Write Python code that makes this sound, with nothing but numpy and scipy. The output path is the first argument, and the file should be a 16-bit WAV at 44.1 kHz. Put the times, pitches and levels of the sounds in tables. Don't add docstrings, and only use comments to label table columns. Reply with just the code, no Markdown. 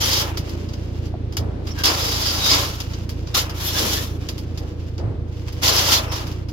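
import sys
import numpy as np
from scipy import signal
from scipy.fft import rfft, irfft, next_fast_len
from scipy.io import wavfile
from scipy.ndimage import uniform_filter1d

SR = 44100
rng = np.random.default_rng(int(sys.argv[2]) if len(sys.argv) > 2 else 0)


def generate_wav(signal):
    frames = np.transpose(np.atleast_2d(signal))
    scaled = np.clip(frames, -1, 1) * 32767
    pcm = np.round(scaled).astype(np.int16)
    wavfile.write(sys.argv[1], SR, pcm)


N = 287532
T = np.arange(N) / SR
FFT_SIZE = next_fast_len(N + SR // 10, True)
FREQS = np.maximum(np.arange(FFT_SIZE // 2 + 1) * SR / FFT_SIZE, 1)

# bed drone/dB, leaf rustle/dB, tine chatter/dB
RAKE_STROKES = [(0.0, 0.205, 0.015, 240, -26.5, -3.5, -5, -1.5),
                (1.836, 2.626, 0.01, 90, -31.5, -0.5, -6, 4),
                (3.341, 3.398, 0.006, 320, -24.5, -6.5, -5.5, -1),
                (3.53, 3.985, 0.19, 145, -31, -4.5, -3, -11.5), (5.615, 5.97, 0.02, 242, -26, -1, -6, -2.5),
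                (6.112, 6.175, 0.011, 170, -37.5, 0.5, -7.5, 5)]
# t/s, half length/s, extra push on the tines/dB, extra bed drone/dB
HANDLE_TUGS = [(0.155, .06, 4, 1.5), (1.862, .035, 9, 9.5), (2.135, .03, 3, 0), (2.265, .05, 4.5, 0),
               (2.525, .06, 9.5, 5.5), (3.68, .025, 3, 0), (3.8, .03, 5, 6), (3.925, .04, 4, 0),
               (5.68, .035, 6, 3), (5.78, .035, 4, 1), (5.945, .035, 8, 1)]
# t/s, strength/dB, bright tick compared with that strength/dB
TINE_TAPS = [(0.372, -17.5, -17), (0.4918, -31, -15), (0.686, -34, -25), (0.7333, -33, -23),
             (1.055, -37.5, -19), (1.3233, -31.5, -23), (1.368, -14.5, -15.5), (1.669, -28, -20),
             (1.786, -25, -14), (1.8357, -7.5, -16.5), (1.854, -9, -13), (2.8013, -20.5, -17),
             (2.9336, -27, -28), (3.091, -25.5, -15), (3.27, -30, -31), (3.3484, -11, -21),
             (3.388, -13, -30), (3.495, -26, -18), (3.7855, -15, -18), (4.2864, -19.5, -17),
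             (4.379, -28, -15), (4.574, -27, -19), (4.9783, -33.5, -26), (5.5248, -35, -14),
             (5.631, -11, -24), (5.6787, -8, -19), (6.1205, -27, -19), (6.267, -29, -17), (6.313, -33, -19),
             (6.485, -33, -19)]
# start/s, end/s, start level/dB, end level/dB
LITTER_SHIFTS = [(0.36, 1.08, -42.5, -52.5), (1.685, 1.825, -43.5, -35), (2.68, 3.04, -39, -49),
                 (3.11, 3.32, -46, -47), (4.22, 4.95, -47.5, -52.5), (5.324, 5.625, -51, -42),
                 (6.177, 6.425, -42, -52)]
# t/s, length/s, f/Hz, wobble/Hz, level/dB
TINE_SQUEALS = [(1.717, .02, 5560, 260, -39), (1.802, .046, 1585, 60, -38), (2.46, 0.073, 3780, 90, -26.5),
                (2.5, .09, 4970, 70, -26.5), (2.547, .058, 2210, 55, -31.5), (2.555, .099, 1060, 45, -33),
                (3.356, .016, 3590, 130, -27), (3.366, .026, 1298, 110, -29.5),
                (3.67, .04, 12600, 1100, -31), (3.687, .017, 5450, 100, -33), (3.688, .042, 3470, 200, -33),
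                (3.742, .022, 5400, 110, -35), (3.764, .027, 1668, 60, -35), (3.988, .043, 1750, 55, -39.5),
                (5.782, .026, 4960, 360, -23), (6.14, .064, 5410, 300, -38)]
# f/Hz, width/Hz, level/dB
TINE_NOTES = [(2137, 49, -16), (3137, 130, 2), (3234, 74, -1.5), (3490, 61, 2.5), (3680, 210, -0.5),
              (3790, 34, -4), (4120, 89, 0.5), (4460, 97, -3), (4644, 120, -0.5), (4910, 39, -7),
              (5500, 67, -8), (5780, 58, 1), (6020, 120, -7), (7040, 180, -2)]
BED_NOTES = [(283, 24, -5.5), (355.4, 37, -4), (459, 67, -2.5), (560, 44, 0), (654, 36, -2.5),
             (873, 82, -2.5), (1033, 45, -5), (1227, 69, -3), (1348, 63, 0.5), (1654, 120, -5.5)]
# f/Hz, level/dB
HISS_COLOUR = [(1200, -19.5), (2000, -7), (2450, -7.5), (3000, -0.5), (4200, -2), (5500, 0.5), (6300, -2.5),
               (7500, -13), (8300, -30.5), (10000, -40)]
BED_COLOUR = [(110, -33), (200, -3), (330, -1.5), (500, 0), (700, 0), (1050, 4.5), (1400, -0.5),
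              (1900, -4.5), (2800, -1.5), (5000, -27.5)]
LEAF_COLOUR = [(5000, 1), (7500, -3.5), (8400, -15.5), (9500, -3.5), (11000, -2), (12700, 1), (14500, -1),
               (16000, -8)]
# t/s, thud level/dB, clunk level/dB, decay/s
BOOT_STEPS = [(1.383, -27, -31, 0.16), (3.79, -52, -27, 0.16), (4.6, -45, -35, 0.082),
              (4.984, -30.5, -32, 0.12), (5.033, -24.5, -45, 0.15)]
# t/s, f/Hz
FIRING_RATE = [(0.0, 28.38), (0.7, 28.41), (1.4, 28.19), (2.0, 27.86), (2.6, 28.39), (3.4, 28.19),
               (4.4, 28.25), (4.9, 27.75), (5.6, 28.37), (6.1, 28.29), (6.52, 29.55)]
# f/Hz, level/dB
BLOCK_COLOUR = [(90, -20), (160, -3), (320, -1), (500, -9.5), (800, -18.5), (1250, -24.5), (2000, -28),
                (3200, -30), (5000, -35), (6300, -41), (8200, -54), (12500, -55), (16000, -60)]
# t/s, level/dB
BLOCK_LOUDNESS = [(0, -38), (1.2, -36), (1.6, -37), (3, -40), (6.52, -40.5)]
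# start/s, end/s, f/Hz, level/dB
ENGINE_WHINES = [(0.296, 1.1, 579, -49.5), (4.406, 5.653, 477.8, -46.5)]
# f/Hz, level/dB
LEFT_OVER_RIGHT = [(150, -2.1), (300, -.5), (560, 3.5), (950, .5), (1500, 3.5), (2500, -.5), (4000, -2.7),
                   (5600, -1.3), (6800, 5), (8100, 12), (9000, 9.5), (11500, 9), (13000, 6.5), (16000, 6.5)]

BED_LAG_S, BED_FADE_DB_PER_S = .03, 92
TINE_TUG_SHARE, LEAF_TUG_SHARE = .98, .65
CHATTER_GROWTH = 1.45
TAP_SPREAD_S, TAP_SPREAD_S_PER_DB = .0075, .0003
TAP_BED_DB, TAP_BED_GROWTH = -25, 0.64
PORT_LAG_S, BASS_LEAD_RAD = .00027, 0.37


def rake():
    hiss, drone, rustle, chatter = stroke_gains()
    litter = litter_gain() * undb(-3.5 + 2.0 * wander(40)) * slips(1300, 2.4)
    tap, tap_bed, tap_tick = tap_forces()
    grip = undb(wander(70))
    slide = hiss * grip
    on_tines = undb(-1.35) * slide * slips(7000, 2.7) + undb(-7) * (litter + tap)
    out = through(on_tines, unit_power(colour(HISS_COLOUR), (2600, 4300)))
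    out += ring(undb(-15) * slide, TINE_NOTES) + ring(undb(-15) * drone, BED_NOTES)
    bite = undb(-5) * chatter * slips(4000, 4.1) * undb(1.73 * wander(55))
    bending = unit_power(resonance(4880, 810) ** 2, (4600, 5200))
    out += through(bite + undb(-11.5) * tap + undb(-17) * litter, bending)
    on_bed = undb(-3.5) * drone * grip * slips(5000, 3.7) + tap_bed + undb(-3.5) * litter
    out += through(on_bed, unit_power(colour(BED_COLOUR), (400, 1500)))
    sweep = rustle * grip * undb(0.75 * wander(90)) * slips(7000, 3.6)
    on_leaves = sweep + tap_tick + undb(-18) * litter
    return out + through(on_leaves, unit_power(colour(LEAF_COLOUR), (9000, 15000)))


def stroke_gains():
    hiss = drone = rustle = chatter = 0
    tine_column, bed_column = 2, 3
    for stroke in RAKE_STROKES:
        lift, drag_db, bed_db, leaf_db, chatter_db = stroke[3:]
        tine_load = pressure(stroke, tine_column, TINE_TUG_SHARE, 0, lift)
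        bed_load = pressure(stroke, bed_column, 1, BED_LAG_S, BED_FADE_DB_PER_S)
        leaf_load = pressure(stroke, tine_column, LEAF_TUG_SHARE, 0, lift)
        hiss += undb(drag_db) * tine_load
        chatter += undb(drag_db + chatter_db) * tine_load ** CHATTER_GROWTH
        drone += undb(drag_db + bed_db) * bed_load
        rustle += undb(drag_db + leaf_db) * leaf_load
    return hiss, drone, rustle, chatter


def pressure(stroke, column, tug_share, lag_s, fade_db_per_s):
    start, end, attack = stroke[:3]
    bite = np.clip((T - start) / attack, 0, 1)
    late = T - lag_s
    tugs_db = sum(tug[column] * np.exp(-np.minimum(((late - tug[0]) / (tug[1] + lag_s)) ** 2, 20))
                  for tug in HANDLE_TUGS if start < tug[0] < end)
    return bite * undb(tug_share * tugs_db - fade_db_per_s * np.maximum(late - end, 0))


def slips(per_second, scatter_db):
    clicks = np.zeros((3, N))
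    hit = rng.random((3, N)) < per_second / SR
    size_db = scatter_db * np.clip(rng.standard_normal((3, N))[hit], -2.5, 2.5)
    sign = 2 * rng.integers(0, 2, (3, N))[hit] - 1
    clicks[hit] = sign * undb(size_db)
    clicks /= np.std(clicks)
    return at_ports(clicks[0], clicks[1:], direct_db=-6)


def ring(force, notes):
    drive, out = force * slips(6000, 2.9), 0
    for hz, width, db in notes:
        peak = np.concatenate(signal.iirpeak(hz, hz / width, fs=SR))
        gain = np.sqrt(2 * SR / (np.pi * width))
        out += gain * signal.sosfilt([peak, peak], drive * undb(db + 2.3 * wander(16)))
    return out


def tap_forces():
    force = np.zeros((3, N))
    for t, db, tick_db in TINE_TAPS:
        landing = burst(t, 0.001, TAP_SPREAD_S - TAP_SPREAD_S_PER_DB * db)
        flurry = landing + undb(-22) * burst(t, 0.0073, .032)
        force += np.outer(undb([db - 4, TAP_BED_DB + TAP_BED_GROWTH * db, db + tick_db]), flurry)
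    return force[:, None] * np.array([slips(2500, 4.3), slips(5000, 1.0), slips(2000, 2.6)])


def litter_gain(fade_s=.028):
    out = 0
    for start, end, start_db, end_db in LITTER_SHIFTS:
        outside_s = np.maximum(start - T, 0) + np.maximum(T - end, 0)
        fade = np.exp(-np.minimum(outside_s / fade_s, 50))
        out += undb(np.interp(T, [start, end], [start_db, end_db])) * fade
    return out


def squeals():
    out = np.zeros((2, N))
    for t, length, hz, wobble_hz, db in TINE_SQUEALS:
        part = slice(int((t - 2 * length) * SR), int((t + 2 * length) * SR))
        hold = int(SR / wobble_hz / 2)
        jitter = uniform_filter1d(rng.standard_normal((2, len(T[part]))), hold) * np.sqrt(hold)
        note = np.sin(2 * np.pi * np.cumsum(hz + wobble_hz * jitter, axis=1) / SR)
        swell = np.exp(-2 * ((T[part] - t) / length) ** 2)
        out[:, part] += 2 * undb(db) * swell * note
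    return out


def boots():
    thud = sum(undb(db) * burst(t, 0.0022, decay) for t, db, _, decay in BOOT_STEPS)
    clunk = sum(undb(db) * burst(t, 0.0073, decay) for t, _, db, decay in BOOT_STEPS)
    bed = through(thud * noise(), unit_power(resonance(81, 52) ** 2, (20, 300)))
    frame = through(clunk * slips(4000, 2.2), unit_power(resonance(287, 530) ** 2, (100, 1500)))
    return bed + frame


def knock(start_s=1.1405, hz=680):
    return sum(undb(db) * burst(t, .0002, .004) * np.sin(2 * np.pi * hz * (T - t))
               for t, db in [(start_s, -22), (start_s + .011, -28)])


def diesel():
    cycles = np.cumsum(np.interp(T, *np.transpose(FIRING_RATE))) / SR + .17
    firing, phase = cycles.astype(int), cycles % 1 - .5
    strength = undb(1.2 * rng.standard_normal(firing[-1] + 1))[firing]
    swing = np.cos(3 * 2 * np.pi * phase - .4)
    puff = strength * np.exp(-.5 * (phase / 0.16) ** 2) * swing
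    crack = strength * np.exp(-.5 * ((phase - .03) / 0.025) ** 2)
    exhaust = undb(-20) * puff + undb(-32.5) * through(crack, resonance(390, 270))
    throb = 1 + 0.092 * np.cos(2 * np.pi * phase)
    panels = resonance(307.7, 25) + undb(-2) * resonance(486, 4.5) + undb(-21) * resonance(127, 22)
    clatter = undb(-45) * through(noise() * throb, unit_power(panels, (20, 2000)))
    deep = colour([(15, -15), (30, 2), (50, 12.5), (110, 12.5), (170, 10), (400, -68), (2000, -86)])
    rumble = undb(-37) * through(noise(), unit_power(deep, (20, 300)))
    air = at_ports(noise() * throb, np.array([noise(), noise()]), direct_db=-11.5)
    block_db = np.interp(T, *np.transpose(BLOCK_LOUDNESS)) + 0.66 * wander(4.6)
    block = undb(block_db) * through(air, unit_power(colour(BLOCK_COLOUR), (160, 15000)))
    body = colour([(25, -2.5), (45, 0.5), (600, 1), (1500, -18), (4000, -41)])
    return through(exhaust + clatter, body) + rumble + block


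def whine():
    out = 0
    for start, end, hz, db in ENGINE_WHINES:
        fade = np.clip(np.minimum(T - start, end - T) / 0.15, 0, 1)
        gain = undb(db + 2 * wander(9)) * fade
        out += gain * np.sin(2 * np.pi * np.cumsum(hz + 3 * wander(20)) / SR)
    return out


def at_ports(shared, own, direct_db):
    direct = np.array([np.roll(shared, int(PORT_LAG_S * SR)), shared])
    low, high = (signal.butter(2, 340, kind, fs=SR, output="sos") for kind in ("lowpass", "highpass"))
    scattered = (undb(direct_db) * direct + own) / np.hypot(undb(direct_db), 1)
    return signal.sosfilt(low, direct) - signal.sosfilt(high, scattered)


def burst(start, rise, decay):
    out, part = np.zeros(N), slice(int(start * SR), int((start + 10 * decay) * SR))
    age = np.maximum(T[part] - start, 0)
    out[part] = (1 - np.exp(-age / rise)) * np.exp(-age / decay)
    return out


def wander(per_second):
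    hold = int(SR / per_second)
    return 1.7 * uniform_filter1d(np.repeat(rng.standard_normal(N // hold + 1), hold), hold)[:N]


def noise():
    return rng.standard_normal(N)


def undb(db):
    return 10 ** (np.asarray(db) / 20)


def through(x, response):
    return irfft(rfft(x, FFT_SIZE) * response, FFT_SIZE)[..., :N]


def colour(points):
    hz, db = np.transpose(points)
    return undb(np.interp(np.log(FREQS), np.log(hz), db))


def resonance(hz, width_hz):
    return 1 / (1 + 1j * (FREQS ** 2 - hz ** 2) / (FREQS * width_hz))


def unit_power(response, band_hz):
    inside = (FREQS > band_hz[0]) & (FREQS < band_hz[1])
    return response / np.sqrt(np.mean(np.abs(response) ** 2 * inside))


def scene():
    sound = rake() + squeals() + boots() + knock() + diesel() + whine()
    lead = np.exp(.5j * BASS_LEAD_RAD / (1 + (FREQS / 450) ** 2))
    left = lead * colour([(hz, db / 2) for hz, db in LEFT_OVER_RIGHT])
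    return through(sound, np.array([left, 1 / left]))


def record(dry):
    treble_cut = signal.ellip(10, .2, 80, 15800, fs=SR, output="sos")
    return signal.sosfilt(treble_cut, np.clip(dry, -1, 1))


dry = scene()
out = record(dry)
generate_wav(out)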